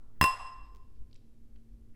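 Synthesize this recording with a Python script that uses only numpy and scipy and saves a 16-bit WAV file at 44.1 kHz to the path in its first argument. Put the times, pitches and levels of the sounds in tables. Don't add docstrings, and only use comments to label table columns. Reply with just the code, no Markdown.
import sys
import numpy as np
from scipy import signal
from scipy.fft import rfft, irfft, next_fast_len
from scipy.io import wavfile
from scipy.ndimage import map_coordinates

SR = 44100
rng = np.random.default_rng(int(sys.argv[2]) if len(sys.argv) > 2 else 0)


def nominal_scale(level):
    x = np.asarray(level, float) / 20
    return 10 ** x


def transcribe(u):
    v = np.clip(np.atleast_2d(u).T, -1, 1)
    q = np.round(v * 32767).astype(np.int16)
    wavfile.write(sys.argv[1], SR, q)


N = 85995


def along(points, hz):
    point_hz, values = np.transpose(points)
    return np.interp(np.log(hz + 1), np.log(point_hz + 1), values)


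def curve(rows):
    return np.interp(np.arange(N) / SR, *np.transpose(rows))


def coloured(x, points):
    size = next_fast_len(len(x) + 8192)
    gain = nominal_scale(along(points, np.fft.rfftfreq(size, 1 / SR)))
    y = irfft(rfft(x, size) * gain, size)[:len(x)]
    return y / np.sqrt(np.mean(y ** 2))


def band(size, low_hz, high_hz):
    skirts = [(low_hz / 3, -70), (low_hz * 0.7, -25), (low_hz, 0),
              (high_hz, 0), (high_hz * 1.4, -20), (high_hz * 3, -50), (high_hz * 6, -120)]
    return coloured(rng.standard_normal(size), skirts)


def add(track, start_s, x):
    part = track[max(round(start_s * SR), 0):][:len(x)]
    part += x[:len(part)]


def fade(t, t60_s):
    return nominal_scale(-60 * np.abs(t) / t60_s)


def rumble():
    # pitch_hz [Hz], level_db [dB]
    rumble_colour = [(2, 10.5), (8, 0.5), (20, -6.5), (30, -27.5), (60, -26.5), (95, -20), (150, -31.5),
                     (200, -39.5)]
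    # time_s [s], level_db [dB]
    rumble_swell = [(0, -44.5), (.4, -43), (.7, -47.5), (1.05, -42), (1.3, -48), (1.6, -53.5), (1.95, -44)]
    noise = rng.standard_normal(N)
    return nominal_scale(curve(rumble_swell)) * coloured(noise, list(rumble_colour) + [(400, -60), (800, -120)])


def throb():
    # time_s [s], level_db [dB]
    throb_swell = [(0, -59), (.15, -61), (.4, -59.5), (.6, -54), (1.05, -52.5), (1.12, -69.5), (1.45, -61),
                   (1.55, -51), (1.65, -69), (1.72, -52.5), (1.8, -55), (1.95, -68)]
    throb_hz = 45
    return nominal_scale(curve(throb_swell)) * band(N, throb_hz * 0.9, throb_hz * 1.1)


def hiss():
    # pitch_hz [Hz], level_db [dB]
    hiss_colour = [(170, -11.5), (230, -2), (460, -11), (600, -21.5), (1000, -27.5), (3000, -33),
                   (14000, -37.5), (15800, -49.5)]
    level_db = -70
    return nominal_scale(level_db) * coloured(rng.standard_normal(N), [(60, -60)] + list(hiss_colour))


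def hum():
    # time_s [s], level_db [dB]
    hum_swell = [(0, -79), (.9, -77), (1.25, -71), (1.5, -68.5), (1.62, -65), (1.95, -65.5)]
    hum_hz, octave_db = 227, -2.5
    t = np.arange(N) / SR
    sway = map_coordinates(rng.standard_normal(40), [t * 12])
    tone = np.sin(2 * np.pi * hum_hz * t + 0.42 * sway)
    lower_octave = nominal_scale(octave_db) * np.sin(np.pi * hum_hz * t + 0.5 * sway)
    return np.sqrt(2) * nominal_scale(curve(hum_swell) + 0.56 * sway) * (tone + lower_octave)


def cloth():
    # centre_s [s], length_s [s], level_db [dB], centre_hz [Hz]
    rustles = [
        (0.03, .3, -77, 900),
        (.17, .06, -80, 1300),
        (.665, .08, -81, 3500),
        (.755, .035, -64, 270),
        (.97, .06, -85, 3500),
        (1.96, .03, -69, 1500),
    ]
    t = np.arange(N) / SR
    out = np.zeros(N)
    for centre_s, length_s, level_db, hz in rustles:
        swell = np.exp(-(2 * (t - centre_s) / length_s) ** 2)
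        out += nominal_scale(level_db) * swell * band(N, hz / 1.5, hz * 1.5)
    return out


def creaks():
    # start_s [s], level_db [dB], low_hz [Hz], high_hz [Hz], t60_ms [ms]
    ticks = [
        (.2106, -63, 1600, 3380, 3),
        (1.1115, -65, 2100, 5000, 13),
        (1.1294, -50, 2700, 5155, 9.2),
        (1.1445, -51.5, 3600, 8300, 4.5),
        (1.1538, -58, 1900, 4940, 10),
        (1.159, -59, 1890, 7300, 20),
        (1.1776, -71, 3700, 4500, 17),
        (1.5605, -63, 640, 4940, 14),
        (1.558, -71, 2870, 3100, 45),
    ]
    # start_s [s], peak_db [dB], width_ms [ms]
    snaps = [
        (.7491, -44, .035),
        (.7605, -47, .035),
        (.7679, -52, .04),
        (.7694, -51, .04),
    ]
    echo_ms, echo_db = 0.048, -4
    out = np.zeros(N)
    t = np.arange(SR // 10) / SR

    def dip(width_ms, late_ms):
        return -np.exp(-((t * 1000 - 2 * width_ms - late_ms) / width_ms * 2) ** 2)

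    for start_s, peak_db, width_ms in snaps:
        add(out, start_s, nominal_scale(peak_db) * (dip(width_ms, 0) + nominal_scale(echo_db) * dip(width_ms, echo_ms)))
    for start_s, level_db, low_hz, high_hz, t60_ms in ticks:
        onset = 1 - np.exp(-t / 0.00045)
        noise = band(len(t), low_hz, high_hz)
        add(out, start_s, nominal_scale(level_db) * noise * fade(t, t60_ms / 1000) * onset)
    return out


def ring(t, contact_ms):
    bowl_hz = [1008, 1043.4, 1050, 1059.3, 1074, 1138, 2625, 2719.3, 2729.5, 2731.5, 2736.3, 5112.6, 5121,
               5129]
    rim_hz = [3967, 5366, 7047, 7774, 7812, 7862, 8770, 9740, 10280, 10340, 10620, 12560, 14300, 15420]
    # level_db [dB], t60_s [s]
    bowl_modes = [(-10.5, .15), (2, .45), (-28.5, 1.04), (-15.5, .8), (-16.5, 0.27), (-8.5, 0.15),
                  (-2, 0.033), (-27.5, .8), (-3, 0.36), (-17, 0.39), (-16.5, .5), (-23.5, .55), (-3.5, .2),
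                  (-18, .65)]
    rim_modes = [(-13.5, .045), (-16, 0.13), (-22.5, .07), (-17.5, .45), (-8, 0.11), (-16.5, .18),
                 (-3, .05), (-12.5, .1), (-16.5, .35), (-14.5, 0.16), (-17.5, .2), (-10.5, 0.17),
                 (-18.5, .1), (-10.5, .1)]
    out = np.zeros(len(t))
    for hz, (level_db, t60_s) in zip(list(bowl_hz) + list(rim_hz), list(bowl_modes) + list(rim_modes)):
        softening = 1 + (hz * contact_ms / 1000) ** 2
        out += nominal_scale(level_db) * fade(t, t60_s) * np.sin(2 * np.pi * hz * t) / softening
    return out


def crack(t):
    # pitch_hz [Hz], level_db [dB]
    crack_colour = [(150, -17), (480, 5.5), (700, -9), (1900, 5.5), (2500, -14), (3700, -9), (6500, -16),
                    (11000, -14.5)]
    level_db, t60_s, onset_s = 4, 0.026, 0.00012
    noise = coloured(rng.standard_normal(len(t)), crack_colour)
    return nominal_scale(level_db) * noise * fade(t, t60_s) * (1 - np.exp(-t / onset_s))


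def shove(t):
    level_db, pulse_ms = 6, 1.05
    v = t * 1000 / pulse_ms
    return nominal_scale(level_db) * v * (2.4 - v) * np.exp(-v * 0.74)


def glasses():
    contact_times = [
        0.2122,
        0.22706,
        0.24002,
        0.2598,
    ]
    # force_db [dB], contact_ms [ms], shove_db [dB]
    contact_blows = [
        (-20.5, 0.22, -1.5),
        (-28.5, .12, 6.5),
        (-25, .1, -4.5),
        (-36.5, 0.033, -6.5),
    ]
    rings, cracks, shoves = np.zeros(N), np.zeros(N), np.zeros(N)
    t = np.arange(SR) / SR
    for start_s, (force_db, contact_ms, shove_db) in zip(contact_times, contact_blows):
        since_touch = np.abs(t - (start_s * SR % 1) / SR)
        add(rings, int(start_s * SR) / SR, nominal_scale(force_db) * ring(since_touch, contact_ms))
        add(cracks, start_s, nominal_scale(force_db) * crack(t))
        add(shoves, start_s, nominal_scale(force_db + shove_db) * shove(t))
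    return rings, cracks, shoves


def room(x):
    # pitch_hz [Hz], t60_s [s]
    room_fade = [(100, 0.19), (500, 0.77), (1000, 0.87), (3000, 0.7), (8000, 0.63), (15000, 0.15)]
    # pitch_hz [Hz], level_db [dB]
    room_colour = [(150, -34.5), (400, -8), (750, 7), (1900, -2.5), (3000, 2), (11000, 2), (16000, 0.5)]
    gap_s = 0.005
    hz, t, z = signal.stft(rng.standard_normal(SR), SR, nperseg=256)
    tail = signal.istft(z * fade(t, along(room_fade, hz)[:, None]), SR, nperseg=256)[1]
    late = np.zeros(N)
    add(late, gap_s, signal.fftconvolve(x, tail / np.linalg.norm(tail))[:N])
    return coloured(late, room_colour) * np.sqrt(np.mean(x ** 2))


def parting(rings):
    # time_s [s], gain_db [dB]
    facing = [
        (.34, -1.5),
        (.383, -10.5),
        (.405, 1.5),
        (.44, -1.5),
        (.47, 2.5),
        (.505, -0.5),
        (.575, -3),
        (.62, 0),
        (.75, 0.5),
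    ]
    room_db = -8
    return nominal_scale(curve(facing)) * (rings + nominal_scale(room_db) * room(rings))


def scene():
    background = rumble() + throb() + hiss() + hum()
    rings, cracks, shoves = glasses()
    sharp = cracks + creaks()
    sharp_room_db = -11.5
    near = parting(rings) + sharp + shoves + nominal_scale(sharp_room_db) * room(sharp)
    return (background + cloth() + near)[None]


def band_limit(x):
    return signal.sosfilt(signal.butter(12, 16630, fs=SR, output="sos"), x)


def record(dry):
    top_hz = 16400
    heard = np.fft.rfftfreq(N, 1 / SR) < top_hz
    return band_limit(irfft(rfft(dry) * heard, N))


dry = scene()
out = record(dry)
transcribe(out)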